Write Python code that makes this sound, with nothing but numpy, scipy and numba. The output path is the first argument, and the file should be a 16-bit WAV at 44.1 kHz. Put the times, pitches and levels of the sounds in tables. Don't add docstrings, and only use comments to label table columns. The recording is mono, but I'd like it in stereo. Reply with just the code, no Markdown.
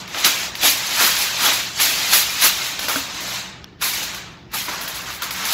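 import sys
import numpy as np
from scipy import signal
from scipy.fft import rfft, irfft, next_fast_len
from scipy.io import wavfile
from scipy.ndimage import uniform_filter1d
from numba import njit

SR = 44100
rng = np.random.default_rng(int(sys.argv[2]) if len(sys.argv) > 2 else 0)


def master(y):
    cut = np.clip(np.atleast_2d(y).T, -1, 1)
    pcm = np.round(cut * 32767)
    wavfile.write(sys.argv[1], SR, pcm.astype(np.int16))


N = 243873
T = np.arange(N) / SR
FFT_SIZE = next_fast_len(N + 8192, True)
LOG_HZ = np.log(np.maximum(np.fft.rfftfreq(FFT_SIZE, 1 / SR), 1))

# (time [s], level [dB], pitch [Hz], bright edge against the body [dB])
BIG_CREASES = [(0.0759, -22, 3800, -6), (0.1446, -13, 2020, -11), (0.183, -14, 3860, -7),
               (0.2449, 3.5, 4230, -6.5), (0.552, -13, 2950, -6.5), (0.612, -12.5, 3460, -2),
               (0.6313, -4, 4500, -4), (1.166, -9, 2920, -12), (1.798, -4.5, 2340, -3.5),
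               (2.132, 2, 3540, -5), (2.4203, -6, 2310, 4), (2.791, -9.5, 2860, -3), (2.883, -8.5, 2690, 2),
               (2.958, -10.5, 4990, -5.5), (3.2062, -22, 2660, 4), (3.8134, -15, 3730, 2),
               (3.822, -17, 4540, -2.5), (4.0282, -10, 4570, -4), (4.145, -16, 3590, -3.5),
               (4.516, -30, 6390, 4), (4.5345, -17, 4990, 4), (4.681, -17, 1500, -14),
               (4.8105, -16, 6050, 4), (4.877, -14, 3210, 1.5), (5.0154, -22, 3500, 0),
               (5.102, -17, 3550, -3.5), (5.1484, -24, 3790, -2), (5.22, -13.5, 3220, 1.5),
               (5.23, -10.5, 6200, -15), (5.241, -16, 6840, -17), (5.269, -22, 2430, -10),
               (5.3072, -10, 2670, -2.5), (5.3607, -17, 3560, 1), (5.452, -7, 6470, -4)]


def undb(db):
    return 10 ** (np.asarray(db) / 20)


def unit(x):
    return x / np.sqrt(np.mean(x ** 2))


def sound(spectrum):
    return irfft(spectrum, FFT_SIZE)[..., :N]


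def over_hz(table, log_hz=LOG_HZ):
    hz, value = np.transpose(table)
    return np.interp(log_hz, np.log(hz), value)


def tone_filter(table):
    log_hz = np.log(np.fft.rfftfreq(8192, 1 / SR) + 1)
    cepstrum = irfft(np.log(undb(over_hz(table, log_hz))))
    cepstrum[1:4096] *= 2
    cepstrum[4097:] = 0
    return rfft(irfft(np.exp(rfft(cepstrum))), FFT_SIZE)


def wander(per_s):
    step = int(SR / per_s)
    held = np.repeat(rng.standard_normal(N // step + 1), step)
    return unit(uniform_filter1d(held, step)[:N])


def ping(t, hz, ring_s):
    return np.sin(2 * np.pi * hz * t) * 1000 ** (-t / ring_s)


def ports(spectrum):
    # (frequency [Hz], phase [rad])
    left_lead = [(100, 0), (600, -.4), (1400, -.2), (3400, -.9), (4500, -.5), (5500, -1.), (6000, 0),
                 (6550, 1.5), (7600, 2.5), (8900, 3.14), (10200, 3.8), (12200, 5.2), (13300, 6.2),
                 (15600, 6.5)]
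    return spectrum * np.exp(np.outer([.5j, -.5j], over_hz(left_lead)))


def wide(make):
    # (frequency [Hz], share before the cap [0 to 1])
    common = [(60, 0.62), (300, 0.69), (700, 0.27), (1400, .45), (3500, 0.2), (6000, 0.13), (8000, 0.96),
              (15000, 1)]
    alike = np.clip(over_hz(common), 0, .86)
    shared, *own = rfft(np.array([make() for _ in range(3)]), FFT_SIZE)
    return ports(shared * np.sqrt(alike)) + np.array(own) * np.sqrt(1 - alike)


def wide_layer(make, tone):
    return unit(sound(wide(make) * tone_filter(tone)))


def fridge():
    # (pitch [Hz], level [dB])
    motor = [(53.8, -53.5), (118.4, -50), (183.0, -54.5)]
    # (frequency [Hz], relative level [dB])
    noise_tone = [(18, -29.5), (30, -12.5), (71, -1.5), (119, -7), (190, 0), (240, -10.5), (374, -7),
                  (629, -25), (1870, -26), (2370, -53), (5440, -30), (7240, -55), (15000, -57)]
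    hum = sum(undb(db + 2.5 * wander(14)) * np.sin(2 * np.pi * hz * T + .92 * wander(14))
              for hz, db in motor)
    return hum + undb(-44) * wide_layer(lambda: rng.standard_normal(N), noise_tone)


def kitchen(x):
    # (frequency [Hz], time to fade 60 dB [s])
    echo_times = [(250, 0.98), (1000, 0.48), (4000, 0.72), (8000, 0.23), (15000, 0.069)]
    source, out = rfft(x, FFT_SIZE), 0
    noise = wide(lambda: rng.standard_normal(N))
    for hz in 700 * 2. ** np.arange(5):
        octave = np.cos(np.pi / 2 * np.clip((LOG_HZ - np.log(hz)) / np.log(2), -1, 1))
        keep = 1e-6 ** (1 / (over_hz(echo_times, np.log(hz)) * SR))
        power = signal.lfilter([1 - keep], [1, -keep], sound(source * octave) ** 2)
        loudness = np.sqrt(uniform_filter1d(power, size=301, origin=150) + 1e-18)
        out = out + loudness * unit(sound(noise * octave))
    return out


def tick(at_s=3.6433):
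    # (pitch [Hz], level [dB])
    tones = [(1600, -33), (3500, -23), (4400, -29), (5400, -24), (10500, -38), (13500, -37)]
    t = np.maximum(T - at_s, 0)
    return sum(undb(db) * ping(t, hz, ring_s=.007) for hz, db in tones)


def taps():
    # (time [s], level [dB], pitch [Hz])
    touches = [(3.825, -24, 1160), (4.538, -21.5, 1230), (4.679, -22, 976), (5.22, -21, 1400)]
    out, t = np.zeros(N), T[:5000]
    rise = 1 - np.exp(-t / .003)
    for s, db, hz in touches:
        i = int(s * SR)
        out[i:i + len(t)] += undb(db) * ping(t, hz, ring_s=.083) * rise
    return out


def box():
    # (pitch [Hz], relative level [dB], time to fade 60 dB [s])
    tones = [(625, -10, .04), (1495, 0.5, 0.026), (2540, -14, 0.018), (3730, -18, 0.016)]
    # (time [s], rap gain [dB], thud gain [dB])
    knocks = [(2.7924, -26, -50), (2.8842, -13, -42), (2.9592, -13, -17.5)]
    out, t = np.zeros(N), T[:9000]
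    rap = sum(undb(db) * ping(t, hz, ring_s) for hz, db, ring_s in tones)
    thud = ping(t, hz=276, ring_s=.14) * (1 - np.exp(-t / .0066))
    for s, rap_db, thud_db in knocks:
        i = int(s * SR)
        out[i:i + len(t)] += undb(rap_db) * rap + undb(thud_db) * thud
    return out


@njit
def ring(out, start, length, pole, size):
    for k in range(len(start)):
        z = size[k] + 0j
        for i in range(start[k], min(start[k] + length[k], len(out))):
            z *= pole[k]
            out[i] += z.imag
    return out


def patches(per_s, lo_hz, hi_hz, cycles, spread_db):
    when, pitch, size = rng.random((int(per_s * N / SR), 3)).T
    hz = lo_hz + (hi_hz - lo_hz) * pitch
    pole = np.exp(hz / SR * (2j * np.pi - 1 / cycles))
    gain = undb(-spread_db * np.log(size + 1e-9)) * np.sqrt(hz / hi_hz)
    start, length = (when * N).astype(np.int64), (4 * cycles * SR / hz).astype(np.int64)
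    return ring(np.zeros(N), start, length, pole, gain)


def clicks(per_s, spread_db, bunch_db, bunch_per_s, tail_s):
    hit, size = rng.random(N) < per_s / SR, rng.exponential(size=N)
    train = hit * undb(spread_db * size + bunch_db * wander(bunch_per_s))
    rattle = signal.lfilter([1], [1, -np.exp(-1 / (tail_s * SR))], train ** 2)
    return np.sqrt(rattle) * rng.standard_normal(N)


def sheet(rustle_db, hollow_db, wobble_db):
    # (frequency [Hz], relative level [dB])
    rustle_tone = [(900, -27.5), (1800, -6.5), (2400, -2.5), (3100, -3), (3800, -1), (4600, -3.5),
                   (6000, -5.5), (8000, -5.5), (11000, -30), (15000, -44.5)]
    # (frequency [Hz], relative level [dB])
    hollow_tone = [(450, -27), (900, -2.5), (1250, -1.5), (1600, -2.5), (2300, -8.5), (4000, -36)]
    # (frequency [Hz], relative level [dB])
    wobble_tone = [(120, -21.5), (270, -2.5), (420, -7.5), (650, 0), (900, -3), (1800, -44)]
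    rustle = wide_layer(lambda: patches(4000, 1202, 13000, cycles=41, spread_db=1.7), rustle_tone)
    hollow = wide_layer(lambda: patches(900, 500.5, 3475, cycles=13.8, spread_db=1.2), hollow_tone)
    wobble = wide_layer(lambda: clicks(590, 2.5, 2, bunch_per_s=15, tail_s=.006), wobble_tone)
    dull = signal.sosfilt(signal.butter(2, 4500, fs=SR, output="sos"), rustle)
    bright_share = undb(.63 * np.minimum(rustle_db + 27, 0))
    rustle = bright_share * rustle + (1 - bright_share) * dull
    return undb(rustle_db) * rustle + undb(hollow_db) * hollow + undb(wobble_db) * wobble


def crackle(db):
    # (frequency [Hz], relative level [dB])
    tone = [(800, -25.5), (2000, -12), (4000, -5.5), (6500, -9), (9000, 8), (11000, 4.5), (13000, -7),
            (15600, -26)]
    ticks = unit(clicks(2500, spread_db=2.2, bunch_db=1.5, bunch_per_s=40, tail_s=.0012))
    flurries = unit(clicks(45, spread_db=2.2, bunch_db=.96, bunch_per_s=7.7, tail_s=.0071))
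    spectrum = rfft(ticks + undb(-2.5) * flurries, FFT_SIZE)
    return undb(db) * unit(sound(spectrum * tone_filter(tone)))


def snaps(length=2000, fade_s=.022, rise_s=.0021):
    out, t = np.zeros((2, N + length)), T[:length]
    fade = 1000 ** (-t / fade_s) * (1 - np.exp(-t / rise_s))
    for s, db, hz, edge_db in BIG_CREASES:
        noise = rng.standard_normal(length)
        band = signal.butter(2, [hz / 2.3, hz * 2], "bandpass", fs=SR, output="sos")
        body = unit(signal.sosfilt(band, noise))
        edge = undb(edge_db) * unit(np.diff(noise, n=2, prepend=[0, 0]))
        i = int(s * SR)
        out[:, i:i + length] += undb(db) * np.array([body, edge]) * fade
    return out[:, :N]


def hands():
    # (time [s], level [dB])
    sway_levels = [(0, -28.5), (.07, -35), (.2, -22.5), (.34, -23), (.44, -22.5), (.53, -32), (.6, -30),
                   (.76, -24.5), (.95, -21), (1.12, -22.5), (1.23, -18.5), (1.35, -25.5), (1.76, -35.5),
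                   (2.03, -20), (2.09, -22.5), (2.39, -23.5), (2.55, -24), (2.66, -22), (2.78, -28),
                   (2.85, -23), (2.875, -26.5), (2.97, -23.5), (3.08, -28.5), (3.36, -24), (3.57, -37.5),
                   (3.79, -53.5), (4.03, -27.5), (4.17, -29.5), (4.3, -37), (4.5, -51.5), (4.66, -32),
                   (4.73, -27), (5.03, -31), (5.18, -37), (5.24, -26.5), (5.27, -30.5), (5.53, -21)]
    # (peak time [s], base rise time per 20 dB [s], base hold [s],
    # base fall [dB/s], delay of hollow and wobble [s], rustle [dB], crackle [dB], hollow [dB],
    # wobble [dB]); each layer scales the base values in its own way
    strokes = [(.16, .03, .02, 150, -.004, -30, -36, -30, -32),
               (0.251, .025, 0.0017, 160, .003, -10.5, -17, -18, -24),
               (0.653, .065, .03, 164, -.006, -11.5, -9.5, -22.5, -28),
               (1.01, .11, .025, 78, .004, -13.5, -11.5, -19, -29.5),
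               (1.45, .16, .022, 68, .006, -13, -13.5, -19.5, -28),
               (1.817, 0.08, .012, 60, -.008, -13.5, -13.5, -26, -31.5),
               (2.14, 0.09, 0.0036, 120, -.003, -12, -5.5, -20, -27),
               (2.441, 0.08, .012, 186, .006, -10.5, -6, -19.5, -26),
               (2.895, .03, 0.0036, 120, .004, -22, -22, -26, -28.5),
               (3.824, .022, 0.026, 60, -.002, -20.5, -17.5, -27, -37),
               (3.93, 0.01, .02, 90, .002, -23, -24, -36, -46),
               (4.545, .035, .045, 110, -.004, -24, -23, -30.5, -40.5),
               (4.69, .02, 0.0037, 150, -.004, -32, -36, -30, -29),
               (4.945, .04, .03, 150, .002, -31, -29, -40, -48),
               (5.07, .05, .07, 150, .005, -30, -35, -32, -39),
               (5.225, .015, .01, 170, .003, -30, -29, -31, -35),
               (5.512, 0.12, .03, 90, .01, -23, -18.5, -37, -49)]
    usual_db, settled_db, covered_s = -22, -30, 4.5
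    at_usual_db, sway_slope = np.array([-22, -26, -31.5, -38]), [1.028, 2.4, .84, .71]
    stroke_slope, hold_share = [1.01, 1.8, 1.4, 1.4], [1.01, 1.01, .4, .4]
    sway = np.interp(T, *np.transpose(sway_levels))
    settling_db = np.minimum(sway - settled_db, 0)
    db = at_usual_db[:, None] + np.outer(sway_slope, sway - usual_db)
    db[1] += 2.2 * settling_db
    db[2] += 3.5 * (T > covered_s)
    power = undb(2 * db)
    for s, rise, hold, fall, late, *peak_db in strokes:
        for k, delay in enumerate([0, 0, late, late]):
            t = T[::64] - s - delay
            shape_db = np.minimum(20 * t / rise, 0) - fall * np.maximum(t - hold_share[k] * hold, 0)
            power[k] += np.interp(T, T[::64], undb(2 * (peak_db[k] + stroke_slope[k] * shape_db)))
    rise_s, fall_db_per_s = .008, 420
    for s, snap_db, _, edge_db in BIG_CREASES:
        i = int(s * SR)
        start_db = snap_db + edge_db - 7 + .6 * settling_db[i]
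        t = T[:min(9000, N - i)]
        power[1, i:i + len(t)] += undb(2 * (start_db - fall_db_per_s * t)) * (1 - np.exp(-t / rise_s))
    return 10 * np.log10(power)


def scene():
    rustle_db, crackle_db, hollow_db, wobble_db = hands()
    creases = crackle(crackle_db)
    bodies, edges = snaps()
    hits = bodies + box() + taps()
    direct = sound(ports(rfft(creases + hits + edges + tick(), FFT_SIZE)))
    echo = kitchen(undb(-4.5) * creases + undb(-6) * hits + undb(-18) * edges)
    return direct + echo + sheet(rustle_db, hollow_db, wobble_db) + fridge()


def record(dry):
    bass_cut = signal.butter(2, 45, "high", fs=SR, output="sos")
    top_cut = signal.ellip(10, .2, 70, 15650, fs=SR, output="sos")
    heard = signal.sosfilt(bass_cut, dry * undb([[0], [.5]]))
    return signal.sosfilt(top_cut, np.clip(heard, -1, 1))


dry = scene()
out = record(dry)
master(out)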